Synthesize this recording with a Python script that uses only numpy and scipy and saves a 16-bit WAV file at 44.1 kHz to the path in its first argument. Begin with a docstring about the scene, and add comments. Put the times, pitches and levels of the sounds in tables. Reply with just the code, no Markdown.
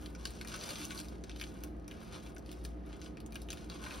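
"""A crinkly packet handled at arm's length in a small kitchen, on a phone's close pair of microphones.
Appliances hum and rumble throughout. From the start, each move of the fingers sets off a rustle of
tiny buckles and sliding film, and creases snap one by one. Two firm squeezes flex the packet at
0.6 and 0.7 s. After 1.5 s the handling is lighter, with a softer squeeze just past 2 s;
from 3.3 s the crackle picks up again, into a last squeeze near 3.9 s."""
import sys
import numpy as np
from scipy import signal
from scipy.fft import rfft, irfft
from scipy.io import wavfile

SR = 44100
rng = np.random.default_rng(int(sys.argv[2]) if len(sys.argv) > 2 else 0)


def generate_wav(signal):
    """Clip the signal to [-1, 1] and save it as 16-bit WAV at the path in sys.argv[1]."""
    frames = np.transpose(np.atleast_2d(signal))
    scaled = np.clip(frames, -1, 1) * 32767
    pcm = np.round(scaled).astype(np.int16)
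    wavfile.write(sys.argv[1], SR, pcm)


N = 176400
TIME = np.arange(N) / SR
FREQS = np.maximum(np.arange(N + 1) * SR / (2 * N), 1)


def from_db(db):
    """Decibels to gain."""
    return 10 ** (np.asarray(db) / 20)


def unit_rms(x):
    """Scale to an RMS of 1."""
    return x / np.sqrt(np.mean(x ** 2) + 1e-20)


def curve(points):
    """Read a (frequency, value) table at every frequency, on a log axis."""
    hz, value = np.transpose(points)
    return np.interp(np.log(FREQS), np.log(hz), value)


def shape(x, response):
    """Filter by a frequency response."""
    return irfft(rfft(x, 2 * N) * response)[..., :N]


def drift(hz):
    """Random wander of RMS 1, mostly slower than hz."""
    return unit_rms(irfft(rfft(rng.standard_normal(N)) / (1 + (FREQS[::2] / hz) ** 2), N))


def resonate(x, hz, width_hz):
    """A resonance with gain 1 at its peak."""
    r = np.exp(-np.pi * width_hz / SR)
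    feedback = [1, -2 * r * np.cos(2 * np.pi * hz / SR), r * r]
    return signal.lfilter(np.array([1, 0, -1]) * (1 - r * r) / 2, feedback, x + 1e-18)


def band_passes(edges_hz):
    """Filters for the low, middle and high range of the film."""
    return [signal.butter(2, edges, "band", fs=SR, output="sos") for edges in zip(edges_hz, edges_hz[1:])]


# Room tone of the kitchen, fans and air: (frequency [Hz], noise density [dB per Hz])
RUMBLE_SPECTRUM = [(20, -102), (36, -78.5), (54, -70), (76, -71.5), (100, -80), (135, -85.5), (160, -72.5),
                   (250, -82), (320, -78), (410, -80.5), (520, -89.5), (700, -89.5), (1000, -98),
                   (2000, -104), (4000, -114), (8000, -124), (15000, -128)]
# Appliance hum behind the packet: (frequency [Hz], level [dB], unsteady / steady [ratio], width [Hz])
HUM_LINES = [(58.46, -50, 0.68, 2.6), (119.9, -63, 0.56, 7.2), (181, -62, 0.49, 10),
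             (222.9, -59, 0.27, 1.9), (353, -66, 3.6, 4.4), (517.5, -67.5, 1.26, 17), (675, -68.5, 3, 20),
             (1240, -75.5, 0.54, 11)]


def appliances():
    """Wavering hum lines sit mid-image over a wide, steady rumble of fans and air."""
    out = shape(rng.standard_normal((2, N)), from_db(curve(RUMBLE_SPECTRUM)) * np.sqrt(SR))
    for hz, db, unsteady, width_hz in HUM_LINES:
        waver = 1 + unsteady * (drift(width_hz) + 1j * drift(width_hz)) / np.sqrt(2)
        out = out + from_db(db) * unit_rms(np.real(waver * np.exp(2j * np.pi * hz * TIME)))
    return out


# Drone in the background, around its base level: (time [s], level [dB])
DRONE_SWELL = [(0.05, 6), (.3, -11.5), (.9, 4), (1.35, -5), (1.62, 5.5), (2.25, -2), (2.8, 3.5),
               (3.6, -0.5)]


def drone(hz=302, width_hz=13.8, base_db=-57.5):
    """A narrow band of appliance noise swells and sinks."""
    waver = drift(width_hz) + 1j * drift(width_hz)
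    level_db = base_db + np.interp(TIME, *np.transpose(DRONE_SWELL))
    return from_db(level_db) * unit_rms(np.real(waver * np.exp(2j * np.pi * hz * TIME)))


def buckles(per_s=1800, spread_db=3.5, ring_cycles=1.6, pitch_count=18):
    """The film buckles in tiny random clicks, each ringing briefly at one of many pitches."""
    sizes = from_db(spread_db * np.minimum(rng.exponential(1, N), 4)) * rng.choice([-1, 1], N)
    clicks = sizes * (rng.random(N) < per_s / SR)
    pitch_index = rng.integers(0, pitch_count, N)
    rings = sum(resonate(clicks * (pitch_index == k), hz, 2 * hz / ring_cycles)
                for k, hz in enumerate(np.geomspace(1000, 15000, pitch_count)))
    return unit_rms(unit_rms(rings) + unit_rms(clicks))


def ticks(per_s=45, decay_s=0.00019, range_db=18):
    """The held film gives off thin, stray ticks, each at a random pitch."""
    t, out = TIME[:SR // 100], np.zeros(2 * N)
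    for when, pitch, softness in rng.random((int(per_s * N / SR), 3)):
        hz = 2200 * 5 ** pitch
        tick = resonate(rng.standard_normal(len(t)) * np.exp(-t / decay_s), hz, hz / 2)
        start = int(when * N)
        out[start:start + len(t)] += unit_rms(tick) * from_db(-range_db * softness)
    return unit_rms(out[:N])


# Fingers moving on the packet, at arm's length from the microphones:
# (start [s], end [s], low level [dB], middle level [dB], high level [dB])
FINGER_MOVES = [(0, 0.11, -61.5, -67, -61), (0.193, 0.45, -62.5, -60, -66),
                (0.482, 0.577, -50.5, -48, -57.5), (0.608, 0.744, -50, -48, -52.5),
                (0.767, 0.84, -51, -47, -50), (0.877, 1.032, -56.5, -56.5, -54),
                (1.033, 1.164, -64, -66, -70.5), (1.26, 1.4, -66, -63, -80),
                (1.393, 1.468, -65, -55.5, -58), (1.48, 1.668, -63.5, -70, -67.5),
                (1.918, 2.105, -59.5, -65, -70), (2.124, 2.178, -53, -55, -62),
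                (2.218, 2.292, -60, -63, -63), (2.456, 2.704, -68.5, -67, -71.5),
                (2.864, 3.01, -63, -69.5, -74.5), (3.035, 3.058, -61, -54.5, -63),
                (3.342, 3.425, -63.5, -62, -71), (3.508, 3.657, -62, -61, -69),
                (3.698, 3.826, -56.5, -56.5, -65), (3.831, 4.036, -51, -55, -58.5)]


def rustle(attack_s=0.013, release_s=0.026, tick_follow=0.56):
    """Buckles, sliding film and stray ticks swell and die with each move, under an uneven grip."""
    film = from_db(-5) * buckles()
    film += from_db(-9) * rng.standard_normal(N)  # hiss of sliding
    film *= from_db(1.6 * drift(hz=70))  # the grip flutters
    power = from_db([-86, -81, -102])[:, None] ** 2  # held between moves: low, middle, high
    for start, end, *levels_db in FINGER_MOVES:
        rise = (1 + np.tanh((TIME - start) / attack_s)) / 2
        fall = (1 - np.tanh((TIME - end) / release_s)) / 2
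        power = power + from_db(levels_db)[:, None] ** 2 * rise * fall
    activity = np.sqrt(power[1] / np.median(power[1]))
    out = from_db(-69) * activity ** tick_follow * ticks()
    for k, band in enumerate(band_passes([850, 2800, 7000, 17000])):
        # alternate signs keep neighbouring bands from cancelling where they meet
        out += (-1) ** k * np.sqrt(power[k]) * unit_rms(signal.sosfilt(band, film))
    return out


# Creases snapping in the foreground:
# (time [s], ring pitch [Hz], low level [dB], middle level [dB], high level [dB])
CREASE_SNAPS = [(0.0596, 3700, -52, -47.5, -53.5), (0.15, 5730, -52, -49.5, -63),
                (0.2538, 4060, -40.5, -37.5, -39.5), (0.2712, 4540, -56, -45.5, -49.5),
                (0.3056, 4340, -55, -57, -50), (0.4119, 4300, -44, -45, -49.5),
                (0.448, 1530, -46, -58, -52), (0.474, 3900, -63, -48, -46.5),
                (0.484, 5500, -64, -59, -46.5), (0.561, 1500, -52, -62, -47), (0.5911, 5800, -65, -49, -58),
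                (0.611, 4140, -64, -43.5, -63), (0.638, 4200, -51, -46, -52), (0.69, 4500, -44, -42.5, -50),
                (0.7059, 4100, -44.5, -42.5, -42.5), (0.7563, 3880, -47, -42.5, -59),
                (0.8147, 3570, -45, -51, -54), (0.846, 2900, -58, -44, -48), (0.852, 6300, -66, -44, -40.5),
                (0.907, 2180, -41.5, -45, -53), (0.918, 2500, -42.5, -42, -54),
                (0.973, 6000, -64, -57, -52), (0.9768, 4560, -70, -45, -58),
                (0.9902, 3200, -47.5, -43.5, -48), (1.001, 4370, -50, -46, -46),
                (1.0844, 4370, -71, -54, -54), (1.2385, 4020, -52, -49, -55.5),
                (1.295, 2480, -47.5, -46, -60), (1.3156, 3360, -65, -50.5, -72),
                (1.361, 3700, -52.5, -51.5, -58), (1.398, 4100, -48.5, -51, -55),
                (1.4128, 2520, -37.5, -42.5, -45.5), (1.439, 2480, -49.5, -45, -63),
                (1.6366, 3760, -50, -52.5, -41.5), (1.844, 4500, -84, -67, -81),
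                (1.8795, 5500, -54, -53, -51), (1.9118, 2480, -48, -54.5, -56),
                (2.263, 3440, -54.5, -57.5, -70), (2.3481, 9500, -76, -67, -59),
                (2.3641, 1570, -51.5, -55, -71), (2.382, 4830, -73, -59, -54.5),
                (2.4612, 4760, -58, -57.5, -62), (2.492, 3000, -53.5, -55, -70),
                (2.5154, 3400, -54.5, -50.5, -49.5), (2.527, 3200, -58, -57, -60),
                (2.64, 9000, -74, -67, -56), (2.65, 4260, -48.5, -47.5, -45),
                (2.929, 1600, -56, -53.5, -72), (3.0157, 2230, -55, -49.5, -69),
                (3.061, 3240, -53, -54, -63), (3.171, 2530, -51, -56.5, -68),
                (3.2031, 4400, -56, -56.5, -57), (3.262, 6500, -74, -54, -55),
                (3.3064, 10000, -80, -72, -71), (3.3228, 2620, -54.5, -55.5, -50),
                (3.345, 9500, -66, -55, -62), (3.3559, 2680, -43, -47, -46.5),
                (3.4182, 4940, -70, -52.5, -51), (3.487, 3000, -49, -51, -59),
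                (3.5038, 3500, -44.5, -38.5, -45.5), (3.5294, 2270, -51, -44.5, -44),
                (3.5723, 1600, -52.5, -52, -63), (3.699, 4350, -51.5, -45, -54),
                (3.8391, 2840, -49, -49, -55), (3.863, 1400, -44, -54, -59),
                (3.908, 2780, -41.5, -49.5, -64)]


def snaps(rise_s=0.00024, settle_ticks=3, settle_s=0.016, settle_db=-12):
    """Each crease gives way in a millisecond burst, rings at its own pitch and settles in a few ticks."""
    t, out = TIME[:SR // 20], np.zeros(2 * N)
    bands = band_passes([1500, 2800, 7000, 17000])
    decays_s = [0.002, 0.00066, 0.00026]  # the highs die first
    for when, hz, *levels_db in CREASE_SNAPS:
        start = int(when * SR)
        onsets = np.append(0, settle_s * rng.random(settle_ticks))
        sizes = np.append(1, from_db(settle_db) * rng.uniform(0.62, 1, settle_ticks))
        age = np.maximum(t - onsets[:, None], 0)
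        for band, db, decay_s in zip(bands, levels_db, decays_s):
            envelope = sizes @ ((1 - np.exp(-age / rise_s)) ** 2 * np.exp(-age / decay_s))
            burst = rng.standard_normal(len(t)) * envelope
            ring = from_db(6) * resonate(burst, hz, width_hz=1200)
            snap = signal.sosfilt(band, burst + ring)
            snap *= np.sqrt(0.011 * SR / np.sum(snap ** 2))  # the energy of 11 ms at RMS 1
            out[start:start + len(t)] += from_db(db) * snap
    return out[:N]


# Firm squeezes of the whole packet, at arm's length: (centre time [s], half length [s], level [dB])
FIRM_SQUEEZES = [(0.608, 0.031, -60.5), (0.705, 0.025, -56), (2.15, 0.021, -66), (3.868, 0.027, -64)]


def squeezes(hz=680, width_hz=440):
    """A firm squeeze flexes the packet's walls, which rustle low and hollow."""
    swell = sum(from_db(db) * np.exp(-.5 * ((TIME - centre) / half) ** 2)
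                for centre, half, db in FIRM_SQUEEZES)
    walls = resonate(rng.standard_normal(N), hz, width_hz)
    return swell * unit_rms(resonate(walls, hz, width_hz))


# Colour of the film, heard close: (frequency [Hz], gain [dB])
FILM_COLOUR = [(300, 28.5), (700, 5.5), (1200, 3.5), (1950, -8), (3000, -2), (4400, -1), (6200, -2.5),
               (8000, 2), (10000, -1.5), (12700, -4.5), (14200, 0), (15400, -2.5)]
# Resonances of the packet in the hand: (frequency [Hz], width [Hz], lift [dB])
PACKET_RESONANCES = [(1060, 81, 2), (1485, 123, 7), (1650, 42, 5.5), (2290, 410, 4.5), (2756, 57, 3.5)]


def packet():
    """The film and the packet's resonances colour every snap, rustle and squeeze."""
    lift_db = sum(db / (1 + (2 * (FREQS - hz) / width) ** 2) for hz, width, db in PACKET_RESONANCES)
    return shape(snaps() + rustle() + squeezes(), from_db(curve(FILM_COLOUR) + lift_db))


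def kitchen(x, direct_db=-4.5, shift_s=0.06, positions=12):
    """Direct sound, quick reflections and the room's tail; the reflections change as the hand moves."""
    t, out = TIME[:SR // 2], from_db(direct_db) * x
    for k in range(positions):
        response = 0
        for db, t60_s in ((-6, 0.044), (-14.5, 0.28)):  # near surfaces, then the room
            echoes = rng.standard_normal((2, len(t))) * from_db(-60 * t / t60_s) * (t > .0015)
            response = response + from_db(db) * unit_rms(echoes) / np.sqrt(len(t))
        crossfade = np.sqrt(np.maximum(1 - np.abs((TIME / shift_s - k) % positions - 1), 0))
        out = out + signal.fftconvolve((x * crossfade)[None], response, axes=1)[:, :N]
    return out


def scene():
    """The packet up front in the small kitchen, the appliances behind it."""
    return kitchen(packet()) + appliances() + drone()


# Strength of what differs between the two channels: (frequency [Hz], side gain [dB])
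STEREO_WIDTH = [(60, -21), (130, -4), (300, -7), (600, 1.5), (1700, 1.5), (2300, -8), (5000, -15.5),
                (6500, -5.5), (7500, -11.5), (9200, -2.5), (11000, -3), (12800, -43), (15000, -3.5)]
# Level of the left channel over the right: (frequency [Hz], balance [dB])
STEREO_BALANCE = [(60, 1.5), (130, 1), (260, -3.5), (500, -2), (1000, 2), (2500, 1.7), (6000, 2), (7200, 0),
                  (15000, 0)]
# Phase of the left channel against the right, from the phone's stereo processing:
# (frequency [Hz], phase lead [rad])
STEREO_PHASE = [(100, 0), (500, -.4), (800, -1.8), (1050, 1.8), (1450, 0), (1780, -1.2), (2150, 0),
                (6300, 0), (6750, 3), (8100, 3), (10100, 0), (11900, 0), (13600, -3), (16000, -3.4)]


def record(dry):
    """The image narrows, the phone's stereo processing turns it by frequency, and the top is cut."""
    left_right = np.array([[1], [-1]])
    side = shape((dry[0] - dry[1]) / 2, from_db(curve(STEREO_WIDTH)))
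    channels = dry.mean(axis=0) + left_right * side
    balance = from_db(left_right * curve(STEREO_BALANCE) / 2)
    phase = np.exp(.5j * left_right * curve(STEREO_PHASE))
    top_cut = signal.ellip(10, .2, 80, 15750, fs=SR, output="sos")  # steep, at 15.75 kHz
    return signal.sosfilt(top_cut, shape(channels, balance * phase))


dry = scene()
out = record(dry)
generate_wav(out)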